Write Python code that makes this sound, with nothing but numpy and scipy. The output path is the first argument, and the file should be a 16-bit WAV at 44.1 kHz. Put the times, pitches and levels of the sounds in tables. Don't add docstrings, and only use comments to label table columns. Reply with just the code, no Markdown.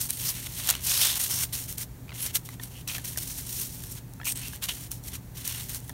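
import sys
import numpy as np
from scipy import signal
from scipy.fft import rfft, irfft
from scipy.io import wavfile

SR = 44100
rng = np.random.default_rng(int(sys.argv[2]) if len(sys.argv) > 2 else 0)


def to_wav(sig):
    pcm = np.clip(np.atleast_2d(sig), -1, 1) * 32767
    pcm = np.round(pcm).astype(np.int16)
    wavfile.write(sys.argv[1], SR, pcm.T)


def field_ratio(decibels):
    return 10 ** (np.asarray(decibels, dtype=float) / 20)


N = 261504

# hz, relative_level_db
FIBRE_SPECTRUM = [(2000, -18.5), (3500, -11.5), (5800, 0), (7000, -3), (8800, 2), (12000, 0.5), (16000, -2)]


def rms_one(x):
    return x / np.sqrt(np.mean(x ** 2) + 1e-20)


def drift(rate_hz):
    r = np.exp(-2 * np.pi * rate_hz / SR)
    noise = rng.standard_normal(N + SR)
    return rms_one(signal.lfilter([1], [1, -2 * r, r * r], noise)[SR:])


def colour(x, spectrum):
    size = 8192
    hz = np.maximum(np.fft.rfftfreq(size, 1 / SR), 1)
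    hz_points, level_db = np.transpose(spectrum)
    gain = field_ratio(np.interp(np.log(hz), np.log(hz_points), level_db))
    cepstrum = irfft(np.log(gain))
    cepstrum[1:size // 2] *= 2
    cepstrum[size // 2 + 1:] = 0
    response = irfft(np.exp(rfft(cepstrum)))
    response = response / np.sqrt(np.sum(response ** 2))
    return signal.fftconvolve(x, response)[:len(x)]


def resonance(x, hz, width_hz):
    r = np.exp(-np.pi * width_hz / SR)
    zeros = np.array([1, 0, -1]) * (1 - r * r) / 2
    poles = [1, -2 * r * np.cos(2 * np.pi * hz / SR), r * r]
    return signal.lfilter(zeros, poles, x)


def room_tone():
    # hz, relative_level_db
    air_spectrum = [(20, -12), (40, -5), (60, -7), (130, -4.5), (200, -15.5), (280, -22), (400, -27),
                    (570, -39.5), (900, -23.5), (1200, -44), (1600, -32.5), (3000, -39.5), (5000, -35),
                    (8000, -33.5), (16000, -31.5)]
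    # hz, width_hz, rms_level_db
    duct_modes = [(55.3, 18, -48.5), (79, 32, -51), (159, 30.6, -51.5), (262.4, 14.2, -58),
                  (383.4, 8.1, -66.5)]
    hum_hz, hum_rms_db = 119.8, -46.5
    out = field_ratio(-47.5) * rms_one(colour(rng.standard_normal(N + SR), air_spectrum)[SR:])
    for hz, width_hz, level_db in duct_modes:
        turbulence = rng.standard_normal(N + SR)
        out += field_ratio(level_db) * rms_one(resonance(turbulence, hz, width_hz)[SR:])
    phase = 2 * np.pi * hum_hz * np.arange(N) / SR + 0.38 * drift(1.0)
    hum_level = field_ratio(hum_rms_db + 0.24 * drift(14.0))
    return out + hum_level * np.sqrt(2) * np.sin(phase)


def stroke_levels():
    # start_s, length_s, hiss_start_db, hiss_end_db, flex_over_hiss_db
    strokes = [(0.007, 0.063, -27.5, -34.6, -14), (0.13, 0.045, -32, -41, -17),
               (0.172, 0.13, -36.5, -26, -11), (0.318, 0.15, -37.5, -39.5, -6.5),
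               (0.474, 0.12, -43.5, -35, -8.5), (0.601, 0.07, -40.0, -31.5, -6.5),
               (0.678, 0.15, -30, -52, -1), (0.81, 0.064, -41.5, -25.5, -12), (0.881, 0.14, -26, -25.5, -9),
               (1.018, 0.11, -21.0, -27.5, -8), (1.133, 0.048, -34.4, -29, -6),
               (1.198, 0.24, -26.5, -28.5, -10.5), (1.473, 0.059, -48, -56, -5),
               (1.532, 0.13, -27.5, -42, -12), (1.683, 0.067, -35, -42.5, -11.9),
               (1.781, 0.053, -34, -36, -10), (2.142, 0.063, -44.5, -37.5, -6.5),
               (2.215, 0.016, -37, -29.5, -12.5), (2.244, 0.068, -37, -45.5, -4),
               (2.322, 0.033, -57, -22.5, -10.5), (2.37, 0.0074, -24, -59, -8.8),
               (2.394, 0.15, -62, -47, -6.5), (2.6, 0.044, -53, -39, -8.0), (2.634, 0.046, -46, -48, -9),
               (2.703, 0.11, -49.5, -48.5, -8), (2.882, 0.27, -31.5, -63.5, -6.8),
               (3.047, 0.11, -32.5, -42.5, -11.5), (3.177, 0.084, -32.5, -40.5, -11.5),
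               (3.273, 0.14, -37.5, -37, -14), (3.424, 0.21, -41.5, -30, -14.0),
               (3.601, 0.079, -30, -38.5, -16), (3.691, 0.285, -42, -44.0, -12),
               (4.254, 0.058, -30.8, -30, -12), (4.323, 0.022, -29.5, -66, -12),
               (4.358, 0.21, -39.5, -46.5, -5.5), (4.605, 0.019, -79, -31.5, -4.3),
               (4.639, 0.052, -25.5, -52, -6.5), (4.689, 0.036, -30, -38, -7.1),
               (4.74, 0.13, -38.5, -44.5, -10.5), (4.913, 0.069, -36, -50, -12.5),
               (5.034, 0.049, -52.5, -32.5, -12), (5.058, 0.097, -68, -34.5, -6.5),
               (5.353, 0.11, -46.5, -42.4, -7), (5.452, 0.24, -30.5, -46.5, -8.5),
               (5.656, 0.11, -48.5, -31.5, -9.6), (5.794, 0.12, -53, -50.5, -9)]
    # start_s, hiss_db, flex_over_hiss_db
    jerks = [(0.095, -31, -9.5), (0.295, -47, 3), (0.453, -39.5, -3.5), (0.591, -39.5, -2.5),
             (0.695, -25, -1), (0.75, -46, -12), (1.428, -27, -13), (2.259, -33.5, -13),
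             (2.453, -43, -14.7), (2.95, -35.5, -2.5), (2.98, -54, 7), (3.225, -32, -12.5),
             (3.307, -36, -13), (3.385, -37, -9), (3.495, -37, -21), (3.914, -38, -17), (3.976, -47, -3.5),
             (4.462, -41.5, -10), (4.535, -45, -6), (4.768, -47, -2.8), (5.371, -42, -9.7),
             (5.599, -38.5, -4), (5.694, -37.5, -7), (5.892, -51, -8)]
    jerk_s = 0.011
    catch_db_per_s, release_db_per_s = 1395, 692
    breakaway_s = 0.0085
    t = np.arange(0, N + 64, 32) / SR
    power = 1e-9
    moves = list(strokes) + [(start, jerk_s, db, db, flex_db) for start, db, flex_db in jerks]
    for start, length, start_db, end_db, flex_db in moves:
        end = start + max(length, 1 / SR)
        level_db = np.interp(t, [start, end], [start_db, end_db])
        level_db -= catch_db_per_s * np.maximum(start - t, 0)
        level_db -= release_db_per_s * np.maximum(t - end, 0)
        hiss_and_flex_db = np.maximum(level_db, -150) + [[0], [flex_db]]
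        loose = t > start - breakaway_s
        power = power + loose * field_ratio(2 * hiss_and_flex_db)
    return [np.interp(np.arange(N) / SR, t, 10 * np.log10(p)) for p in power]


def friction(clumps, per_s, spread_db):
    sizes = field_ratio(spread_db * np.minimum(rng.exponential(1, N), 5)) * rng.choice([-1, 1], N)
    caught = rng.random(N) < per_s / SR
    return rms_one(sizes * caught * clumps)


def patchy(x, edges_hz, patchy_db, rate_hz):
    out = np.zeros(N)
    for edge in zip(edges_hz, edges_hz[1:]):
        band = signal.butter(1, edge, "band", fs=SR, output="sos")
        out += signal.sosfilt(band, x) * field_ratio(patchy_db * drift(rate_hz))
    return rms_one(out)


def sliding():
    # hz, relative_level_db
    sheet_spectrum = [(210, -38), (350, -20), (512, -16), (1110, -10.5), (1260, -11), (1460, -11),
                      (1660, -8), (3430, -4), (6000, -12), (7800, -10), (13200, -120)]
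    # start_s, end_s, hz, top_gain_db
    arches = [(0.253, 0.308, 5100, 5.5), (0.967, 1.196, 3560, 2.5), (1.292, 1.444, 5570, -1),
              (2.167, 2.343, 2860, -3), (2.194, 2.27, 10800, 8), (2.705, 2.837, 2860, 10),
              (2.864, 2.924, 2620, 7.5), (2.872, 2.898, 5400, 10), (4.22, 4.322, 2500, 9.5),
              (4.257, 4.433, 8400, 3), (4.39, 4.524, 2730, 7), (4.674, 4.73, 3020, 13),
              (5.453, 5.598, 2900, 1), (0.84, 1.175, 4900, 1.5), (2.87, 2.893, 4000, 1)]
    hiss_db, flex_db = stroke_levels()
    clumps = field_ratio(1.5 * drift(97) + 1.1 * drift(30))
    ticks = friction(clumps, 250, spread_db=2.5)
    fibres = friction(clumps, 16000, spread_db=2.5) + field_ratio(-11) * ticks
    hiss_edges_hz = np.geomspace(3000, 19000, num=9)
    hiss = patchy(colour(fibres, FIBRE_SPECTRUM), hiss_edges_hz, patchy_db=1.2, rate_hz=12)
    scrape = friction(clumps, 5000, spread_db=3.0)
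    flex_edges_hz = np.geomspace(300, 7000, num=10)
    flex = patchy(colour(scrape, sheet_spectrum), flex_edges_hz, patchy_db=1.8, rate_hz=12)
    slide = field_ratio(hiss_db) * hiss + field_ratio(flex_db) * flex
    rung = np.zeros(N)
    for start, end, hz, gain_db in arches:
        span = slice(round(start * SR), round(end * SR))
        opening = np.sqrt(np.hanning(span.stop - span.start))
        rung[span] += field_ratio(gain_db) * opening * resonance(slide[span], hz, 0.14 * hz)
    return slide + rung


def taps():
    # start_s, peak_db, pitch_hz
    tap_events = [(0.098, -35, 3670), (0.689, -15, 3110), (0.707, -21, 2760), (0.738, -26, 2600),
                  (0.752, -21.5, 2940), (2.081, -39, 2360), (2.093, -30.5, 2500), (2.105, -34, 2300),
                  (2.119, -32.5, 2060), (2.126, -36, 2800), (2.489, -30.5, 2050), (2.597, -31.5, 1830),
                  (2.876, -30, 2570), (2.95, -24, 2650), (2.982, -29.5, 1760), (3.16, -33, 1840),
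                  (3.175, -29.5, 1540), (3.838, -33.5, 3380), (4.2, -31.5, 1340), (4.214, -29, 1710),
                  (4.232, -34, 1820), (4.269, -24, 2550), (4.533, -33.5, 1670), (5.153, -28, 3880),
                  (5.895, -30, 1870), (5.901, -34, 1730)]
    # multiple_of_pitch, relative_level_db
    pocket_modes = [(.55, -8), (1, 0), (1.93, -8), (3.1, -16)]
    ring_cycles = 48
    rattle_t60_s, attack_s = 0.014, 0.0001
    out = np.zeros(N)
    t = np.arange(SR // 10) / SR
    rattles = rng.standard_normal((len(tap_events), len(t)))
    for (start, peak_db, hz), rattle in zip(tap_events, rattles):
        at = round(start * SR)
        modes = np.zeros(len(t))
        for multiple, mode_db in pocket_modes:
            decay = field_ratio(mode_db - 60 * t * hz / ring_cycles)
            modes += decay * np.sin(2 * np.pi * multiple * hz * t)
        band = signal.butter(2, [0.3 * hz, 1.4 * hz], "band", fs=SR, output="sos")
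        dull = rms_one(signal.sosfilt(band, rattle)) * field_ratio(-60 * t / rattle_t60_s)
        tap = (0.6 * modes + 0.45 * dull) * (1 - np.exp(-t / attack_s))
        out[at:at + len(t)] += field_ratio(peak_db) * (tap / np.abs(tap).max())[:N - at]
    return out


def snaps():
    # start_s, peak_db
    snap_events = [(0.1054, -7), (0.1715, -19), (0.6735, -9.5), (0.6864, -17), (0.6905, -6), (0.6974, -28),
                   (0.7014, -1.5), (0.7084, -6.5), (0.7518, -15), (0.9896, -19), (1.0215, -21),
                   (1.1558, -16), (1.1927, -17), (1.726, -16), (1.7818, -15), (2.149, -25), (2.4894, -25.5),
                   (2.6354, -20.5), (2.877, -20), (2.9815, -21), (3.1014, -24), (3.174, -12.5),
                   (3.1815, -18), (3.186, -17), (3.7474, -26), (3.8044, -25), (3.8222, -35), (3.8372, -24),
                   (4.136, -30.5), (4.2444, -27), (4.2543, -16), (4.3224, -14), (4.3555, -29),
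                   (4.3735, -18.5), (4.3939, -20), (4.4164, -27), (4.4826, -20), (4.5604, -26),
                   (4.8374, -27), (4.9161, -13), (5.0383, -28), (5.4767, -12), (5.694, -21), (5.7463, -18),
                   (5.8025, -29), (5.8795, -32), (5.8945, -20)]
    attack_s, t60_s = 0.00013, 0.007
    out = np.zeros(N)
    t = np.arange(SR // 50) / SR
    envelope = (1 - np.exp(-t / attack_s)) * field_ratio(-60 * t / t60_s)
    slips = rng.standard_normal((len(snap_events), len(t)))
    for (start, peak_db), slip in zip(snap_events, slips):
        at = round(start * SR)
        burst = colour(slip * envelope, FIBRE_SPECTRUM)
        out[at:at + len(t)] += field_ratio(peak_db) * (burst / np.abs(burst).max())[:N - at]
    return out


def scene():
    return (room_tone() + sliding() + taps() + snaps())[None]


def band_limit(x):
    return signal.sosfilt(signal.butter(12, 16970, fs=SR, output="sos"), x)


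def record(dry):
    # hz, width_hz, depth (0-1)
    housing_dips = [(4990, 640, 0.42), (8000, 780, 0.27), (10560, 620, 0.58)]
    bass_cut_hz, treble_cut_hz = 42, 15780
    bass_cut = signal.butter(2, bass_cut_hz, "high", fs=SR, output="sos")
    heard = signal.sosfilt(bass_cut, dry)
    heard = heard - sum(depth * resonance(heard, hz, width_hz) for hz, width_hz, depth in housing_dips)
    treble_cut = signal.ellip(12, 0.3, 50, treble_cut_hz, fs=SR, output="sos")
    heard = signal.sosfilt(treble_cut, heard)
    return band_limit(heard)


dry = scene()
out = record(dry)
to_wav(out)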